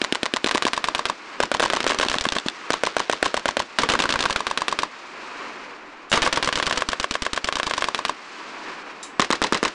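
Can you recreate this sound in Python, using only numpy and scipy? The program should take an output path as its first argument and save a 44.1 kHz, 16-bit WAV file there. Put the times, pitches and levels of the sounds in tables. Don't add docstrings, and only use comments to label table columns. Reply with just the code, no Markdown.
import sys
import numpy as np
from scipy import signal
from scipy.fft import rfft, irfft, next_fast_len
from scipy.io import wavfile
from scipy.ndimage import uniform_filter1d, map_coordinates

SR = 44100
rng = np.random.default_rng(int(sys.argv[2]) if len(sys.argv) > 2 else 0)


def unload_wav(signal):
    wavfile.write(
        sys.argv[1],
        SR,
        np.round(np.clip(np.atleast_2d(signal).T, -1, 1) * 32767).astype(np.int16),
    )


N = 429527


def amp(db):
    return 10 ** (np.asarray(db) / 20)


def unit(x):
    return x / np.sqrt(np.mean(x ** 2) + 1e-20)


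def along(points, hz):
    f, v = np.transpose(points)
    return np.interp(np.log(hz + 1), np.log(f + 1), v)


def filtered(x, response):
    m = next_fast_len(N + SR // 2)
    return irfft(rfft(x, m) * response(np.fft.rfftfreq(m, 1 / SR)), m)[:N]


def pulse(spectrum, size=8192):
    level_db = along(spectrum, np.fft.rfftfreq(size, 1 / SR))
    cepstrum = irfft(np.log(amp(level_db)))
    cepstrum[1:size // 2] *= 2
    cepstrum[size // 2 + 1:] = 0
    return irfft(np.exp(rfft(cepstrum)))[:size // 4]


def add(out, s, x):
    i = max(round(s * SR), 0)
    out[i:i + len(x)] += x[:max(len(out) - i, 0)]


def wobble(rate):
    knots = rng.standard_normal(int(N * rate / SR) + 4)
    return map_coordinates(knots, [np.arange(N) * rate / SR])


def breeze():
    rumble = filtered(rng.standard_normal(N), lambda hz: 1 / (1 + (hz / 45) ** 3))
    return amp(-86 + 2 * wobble(2)) * unit(rumble)


# (time [s], level before the high-pass [dB])
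CLINKS = [(6.098, -48.5), (9.029, -42.5)]
# (frequency [Hz], relative level [dB], decay time T60 [s])
STEEL_MODES = [(3817, -4, 0.27), (6428, -18, 0.37), (7337, 0, 0.16), (7860, -31, 5.0)]


def clinks():
    out = np.zeros(N)
    t = np.arange(SR // 3) / SR
    for s, db in CLINKS:
        ring = sum(amp(level - 60 * t / t60) * np.sin(2 * np.pi * hz * t) for hz, level, t60 in STEEL_MODES)
        scrape = amp(1 - 60 * t / .18) * rng.standard_normal(len(t))
        add(out, s, amp(db) * (.55 * ring + scrape))
    return filtered(out, lambda hz: 1 - 1 / (1 + (hz / 3300) ** 4))


BURSTS = { "a": [(.0165, .6526, 7, .0037, .4, -.3), (.4622, .4622, 1, 0, -2.5, -2.5)],
          "b": [(.5119, 1.055, 6, .0045, 0, 0), (4.2552, 4.7895, 6, -.0004, -3.6, 1),
          (7.5256, 8.0513, 6, .0013, -4.4, -.6)], "c": [(1.6038, 1.9991, 4, -.0012, .5, -1.5),
          (2.7045, 3.2282, 5, .0005, .2, -.8)], "d": [(1.403, 1.6274, 3, .0012, .6, -.6),
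          (3.2277, 3.5694, 4, .0016, -1.3, .2)], "e": [(1.8761, 2.3222, 5, -.0007, 0, .4),
          (6.2201, 6.3296, 2, 0, 2.4, 1.4), (6.4458, 7.7789, 13, -.0021, 1, -.9)],
          "f": [(3.7867, 4.1912, 5, .0022, 1.5, -4.5), (6.1276, 6.7264, 7, .0002, .6, -3.6)],
          "g": [(9.1966, 9.3048, 2, 0, 0, 0), (9.418, 9.6297, 3, .0005, 0, -.2)],
          "h": [(2.0625, 2.2655, 3, -.002, 0, 0), (2.3624, 2.462, 2, 0, 0, 0),
          (3.999, 4.204, 3, .0005, -1, -2.4)], "i": [(3.899, 4.3067, 5, .0015, 1, -1),
          (6.117, 6.117, 1, 0, -11, -11)], "j": [(1.5975, 2.1158, 6, 0, 0, -2.8)],
          "k": [(3.794, 3.898, 2, 0, -7, -5), (6.135, 6.232, 2, 0, 1.5, -5)], }


def rounds_of(name):
    fired = []
    for first_s, last_s, count, lag_s, first_db, last_db in BURSTS[name]:
        u = np.linspace(0, 1, round(count))
        times = first_s + (last_s - first_s) * u + lag_s * (1 - (2 * u - 1) ** 2)
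        fired += zip(times, first_db + (last_db - first_db) * u)
    return fired


def roll(t60, onset, earlier, uneven_db=3):
    t = np.arange(N) / SR
    energy = np.zeros(N)
    for name in BURSTS:
        for s, _ in rounds_of(name):
            add(energy, s, np.ones(1))
    drain = amp(-60 * t / t60) ** 2
    clumps = amp(uneven_db * wobble(70)) ** 2
    clumps = clumps / uniform_filter1d(clumps, size=SR // 4)
    response = clumps * drain * (1 - np.exp(-t / onset))
    returned = signal.fftconvolve(energy, response)[:N]
    return np.sqrt(np.abs(returned + earlier * drain))


# (frequency [Hz], relative level [dB])
WOODS = [(20, -28), (45, -28), (110, -27), (170, -15), (300, -4), (600, -8), (780, -4), (1020, -.5),
         (1400, -4.5), (2450, -5), (3430, -15), (4500, -14.5), (7000, -23), (10000, -34)]


def woods(body_hz=750, split_hz=3200):
    noise = unit(filtered(rng.standard_normal(N), lambda hz: amp(along(WOODS, hz))))
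    body = filtered(noise, lambda hz: 1 / (1 + (hz / body_hz) ** 4))
    dull = filtered(noise, lambda hz: 1 / (1 + (hz / split_hz) ** 4))
    low = amp(-45 + .7 * wobble(25)) * roll(t60=4.8, onset=.36, earlier=4) * body
    middle = amp(-44.1 + .7 * wobble(25)) * roll(t60=4, onset=.36, earlier=4) * (dull - body)
    high = amp(-42.2 + .8 * wobble(25)) * roll(t60=3, onset=.2, earlier=3) * (noise - dull)
    return (low + middle + high) * amp(.5 * wobble(9))


def scatter(count, t60, fresh=1, spiky=.45, size=8192):
    t = np.arange(size) / SR
    spikes = np.exp(spiky * rng.standard_normal((count + 1, size)))
    z = rng.standard_normal((count + 1, size)) * spikes
    shared, new = z[0], z[1:]
    swarm = (shared + fresh * new) * amp(-60 * t / t60) * (1 - np.exp(-t / .0004))
    return swarm / np.linalg.norm(swarm, axis=1, keepdims=True)


def arrival(count, shape, front_db, scatter_db, t60):
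    train = amp(scatter_db) * scatter(count, t60)
    train[:, 0] += amp(front_db)
    return signal.fftconvolve(train, -shape[None], axes=1)


# (frequency [Hz], relative level [dB])
PATTER = [(100, -18), (300, -4), (1100, 0), (2500, -2), (4500, -7), (7000, -15), (10000, -26)]


def patter(count, t60=.25, spiky=1.1):
    tick = pulse(PATTER)
    tick = tick / np.linalg.norm(tick)
    return signal.fftconvolve(scatter(count, t60, fresh=.7, spiky=spiky), tick[None], axes=1)


# (frequency [Hz], relative level [dB])
GROUND = [(40, -13), (120, -12), (260, 2), (480, 1), (750, -2), (1100, 0), (2500, -6), (5000, -16),
          (10000, -34)]


def ground_wash(count, blast, wash_db, t60):
    ground = pulse(GROUND)
    ground = ground * np.linalg.norm(blast) / np.linalg.norm(ground)
    return arrival(count, ground, front_db=-40, scatter_db=wash_db, t60=t60)


# (frequency [Hz], relative level [dB])
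SCRAP = [(100, -16), (500, -4), (1500, 0), (3500, -.5), (6000, -6.5), (8000, -10.5), (10000, -19)]
SCRAPS = { "a": [(.0246, 1, .004)], "b": [(.008, -7.5, .04), (.031, -6, .05)], "c": [(.0165, -4, .012),
          (.028, 2, .022)], "d": [(.0243, 1.5, .028), (.052, -8, .01)], "e": [(.0115, -9, .012),
          (.0295, -1.5, .055)], "f": [(.032, -1, .04)], "g": [(.007, 1, .012), (.021, 3, .008),
          (.049, -4, .04)], "h": [(.036, -10, .012)], "i": [(.02, 0, .025)], "j": [(.024, -3, .015)],
          "k": [(.022, 3, .05)], }


def scraps(name, count, slap_delay):
    scrap = pulse(SCRAP)
    scrap = scrap / np.linalg.norm(scrap)
    paths = [(delay, arrival(count, scrap, front_db=-40, scatter_db=crackle_db, t60=.055))
             for delay, crackle_db in [(0, -7.5), (slap_delay, -12)]]
    paths += [(delay, arrival(count, scrap, db - 13, db + .3, t60)) for delay, db, t60 in SCRAPS[name]]
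    return paths


SLAP = { "a": [(120, -8), (350, 7), (700, 16), (1050, 11.5), (1900, 8.5), (4200, 5), (9500, -11)],
        "b": [(120, -9), (300, 16), (600, 14), (1000, 17), (1500, 13.5), (2000, -1), (2700, 2.5),
        (4200, -.5), (9500, -11)], "c": [(120, -6), (350, 18), (650, 21), (1030, 16), (1550, 15), (2100, 2),
        (2700, 5), (4200, 1), (9500, -10)], "d": [(120, 2), (350, 10), (750, 18), (1030, 17), (1650, 12.5),
        (2400, 3), (4200, 3), (9500, -11)], "e": [(120, -2), (350, 8), (700, 17), (870, 11), (1100, 16.5),
        (1350, 12), (1620, 16), (2400, 8.5), (3300, 8), (4200, -1), (9500, -13)], "f": [(120, 3), (350, 15),
        (700, 12), (1100, 16), (1550, 16), (2400, 8), (4200, 4), (9500, -8)], "g": [(120, 1), (350, 15),
        (720, 11), (1030, 17), (1650, 12), (2400, 8.5), (4200, 4), (9500, -8)], "h": [(120, -8), (400, 5),
        (1100, 11), (2000, 6), (3600, 15), (5500, 3), (9500, -8)], "i": [(120, 4), (350, 10), (700, 14),
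        (1030, 16.5), (1500, 17), (2400, 4), (4200, -2), (9500, -13)], "j": [(120, 2), (350, 16), (720, 16),
        (1030, 13), (1650, 9), (2400, 3), (4200, 3), (9500, -9)], "k": [(120, 3), (350, 14), (1080, 17),
        (2400, 7), (9500, -8)], }
BOARDS = { "a": [(.001, -9), (.002, -7)], "b": [(.00105, -2), (.0019, -1.5), (.00298, -4.5)],
          "c": [(.001, -2), (.002, -5), (.003, -11)], "d": [(.0011, -1), (.002, -7), (.003, -12)],
          "e": [(.0011, -12), (.00186, -4.5), (.0028, -10)], "f": [(.001, -6), (.0019, -4)],
          "g": [(.001, -4), (.002, -8)], "h": [(.0011, -5)], "i": [(.0012, -12), (.002, -1.5),
          (.0028, -13)], "j": [(.001, -6)], "k": [(.001, -6), (.0019, -4)], }


def boards(name):
    one = pulse(SLAP[name])
    knock = one.copy()
    for delay, db in BOARDS[name]:
        add(knock, delay, amp(db) * uniform_filter1d(one, size=7))
    return knock


BLAST = { "a": [(50, 3), (140, 7), (250, 20), (550, 14.5), (1000, 7), (1700, 13), (3400, 13), (5500, 3),
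         (9500, -9)], "b": [(50.0, 4.5), (140.0, 5.5), (280.0, 13.8), (550.0, 11.3), (1000.0, 15.2),
         (1700.0, 15.7), (3200.0, 13.5), (5500.0, 5.6), (9500.0, -6.6)], "c": [(50, 10), (140, 6),
         (280, 18), (550, 23), (1000, 19), (1700, 16.5), (3200, 12.5), (5500, 6.5), (9500, -7)],
         "d": [(50, 10), (140, 5), (280, 16), (550, 21.5), (1000, 17), (1700, 16.5), (3200, 11.5),
         (5500, 5), (9500, -7)], "e": [(50.0, 11), (140.0, 6), (280.0, 15.5), (550.0, 5.0), (1000.0, 10.3),
         (1700.0, 10.3), (3200.0, 10.3), (5500.0, 4.6), (9500.0, -4.0)], "f": [(50.0, 9.3), (140.0, 7.6),
         (280.0, 14.6), (550.0, 16.1), (1000.0, 15.1), (1700.0, 16.0), (3200.0, 15.1), (5500.0, 7.3),
         (9500.0, -4.0)], "g": [(50, 13), (140, 9), (260, 22), (420, 23), (600, 18), (1000, 18.5),
         (1700, 18), (3200, 8), (5500, 6), (9500, -9)], "h": [(50, 2), (140, 12), (240, 21), (350, 17),
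         (550, 8), (1000, 5), (1700, 2), (3200, -8), (9500, -22)], "i": [(50.0, 7), (140.0, 4.0),
         (280.0, 12), (550.0, 12.8), (1000.0, 14.0), (1700.0, 15.6), (3200.0, 13.7), (5500.0, 6.7),
         (9500.0, -1.8)], "j": [(50.0, 4.0), (140.0, 4.6), (280.0, 17.5), (550.0, 15.1), (1000.0, 14.8),
         (1700.0, 16.8), (3200.0, 13.3), (5500.0, 4.8), (9500.0, -7.7)], "k": [(50, 4), (140, 8), (300, 19),
         (1000, 17), (1700, 15), (3500, 12), (9500, -6)], }
PLACE = { "a": (1.5, -3.5, .016, -14, .0302, .5, -5), "b": (.5, -4, .034, -9.5, .0436, -.5, -16),
         "c": (1, -6, .018, -12, .0354, -1, -14), "d": (1.5, -6, .02, -10, .0321, -1, -14),
         "e": (-5.5, -2, .02, -10, .0437, 0, -15), "f": (-1, -2.5, .045, -5.5, .048, -.5, -6),
         "g": (2.5, -6, .024, -5, .0255, -4, -1), "h": (-3, -11, .02, -12, .0229, -1, -9),
         "i": (-9, -3, .03, -9, .0536, 0, -13), "j": (0, -5.5, .024, -8, .038, -1, -5),
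         "k": (-12, 3.5, .17, -7, .0398, -3, -7), }
PATTER_DB = {"a": -14, "b": -14, "c": -3, "d": -9, "e": -19, "f": -12, "g": -4.5, "h": -14, "i": -13, "j":
             -12, "k": -8}
VARY_DB = .8


def gun(name):
    front_db, scatter_db, scatter_t60, wash_db, slap_delay, slap_db, slap_scatter_db = PLACE[name]
    fired = rounds_of(name)
    count = len(fired)
    blast = pulse(BLAST[name])
    paths = [(0, arrival(count, blast, front_db, scatter_db, scatter_t60)),
             (.004, ground_wash(count, blast, wash_db, t60=.2)),
             (slap_delay, arrival(count, boards(name), slap_db, slap_scatter_db, t60=.02)),
             (slap_delay + .003, ground_wash(count, blast, wash_db - 1.5, t60=.17)),
             (slap_delay + .008, amp(PATTER_DB[name]) * patter(count))]
    paths += scraps(name, count, slap_delay)
    out = np.zeros(N)
    for delay, rounds in paths:
        for (s, db), sound, luck in zip(fired, rounds, rng.standard_normal(count)):
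            add(out, s + delay, amp(db + VARY_DB * luck) * sound)
    return out


def scene():
    firing_line = sum(gun(name) for name in BURSTS)
    return (breeze() + clinks() + woods() + firing_line)[None]


def gain_control(x, threshold_db=-26, range_db=13.5, recovery=23, attack=.005):
    creep = recovery * np.arange(N) / SR
    wanted = np.clip(20 * np.log10(np.abs(x) + 1e-9) - threshold_db, 0, range_db)
    wanted[0] = range_db
    held = np.maximum.accumulate(wanted + creep) - creep
    keep = np.exp(-1 / (attack * SR))
    gain_db = signal.lfilter([1 - keep], [1, -keep], range_db - held)
    return x * amp(gain_db)


# (frequency [Hz], relative level [dB])
MICROPHONE = [(30, 3), (70, 1.5), (120, .5), (280, .2), (600, .6), (850, -2), (1130, .7), (1600, .6),
              (2050, -1.5), (3600, 1), (7500, -.5), (10000, -5)]
TOP_HZ, OUTPUT_HZ = 10100, 16000
FULL_SCALE = .73


def record(dry, upper=.49, lower=.71):
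    x = gain_control(signal.fftconvolve(dry[0], pulse(MICROPHONE))[:N])
    top = np.where(x > 0, upper, lower)
    overloaded = x / (1 + np.abs(x / top) ** 6) ** (1 / 6)
    limited = filtered(overloaded, lambda hz: np.clip((TOP_HZ - hz) / 200 + .5, 0, 1))
    cut = np.clip(limited, -FULL_SCALE, FULL_SCALE)
    return filtered(cut, lambda hz: hz < OUTPUT_HZ)[None]


dry = scene()
out = record(dry)
unload_wav(out)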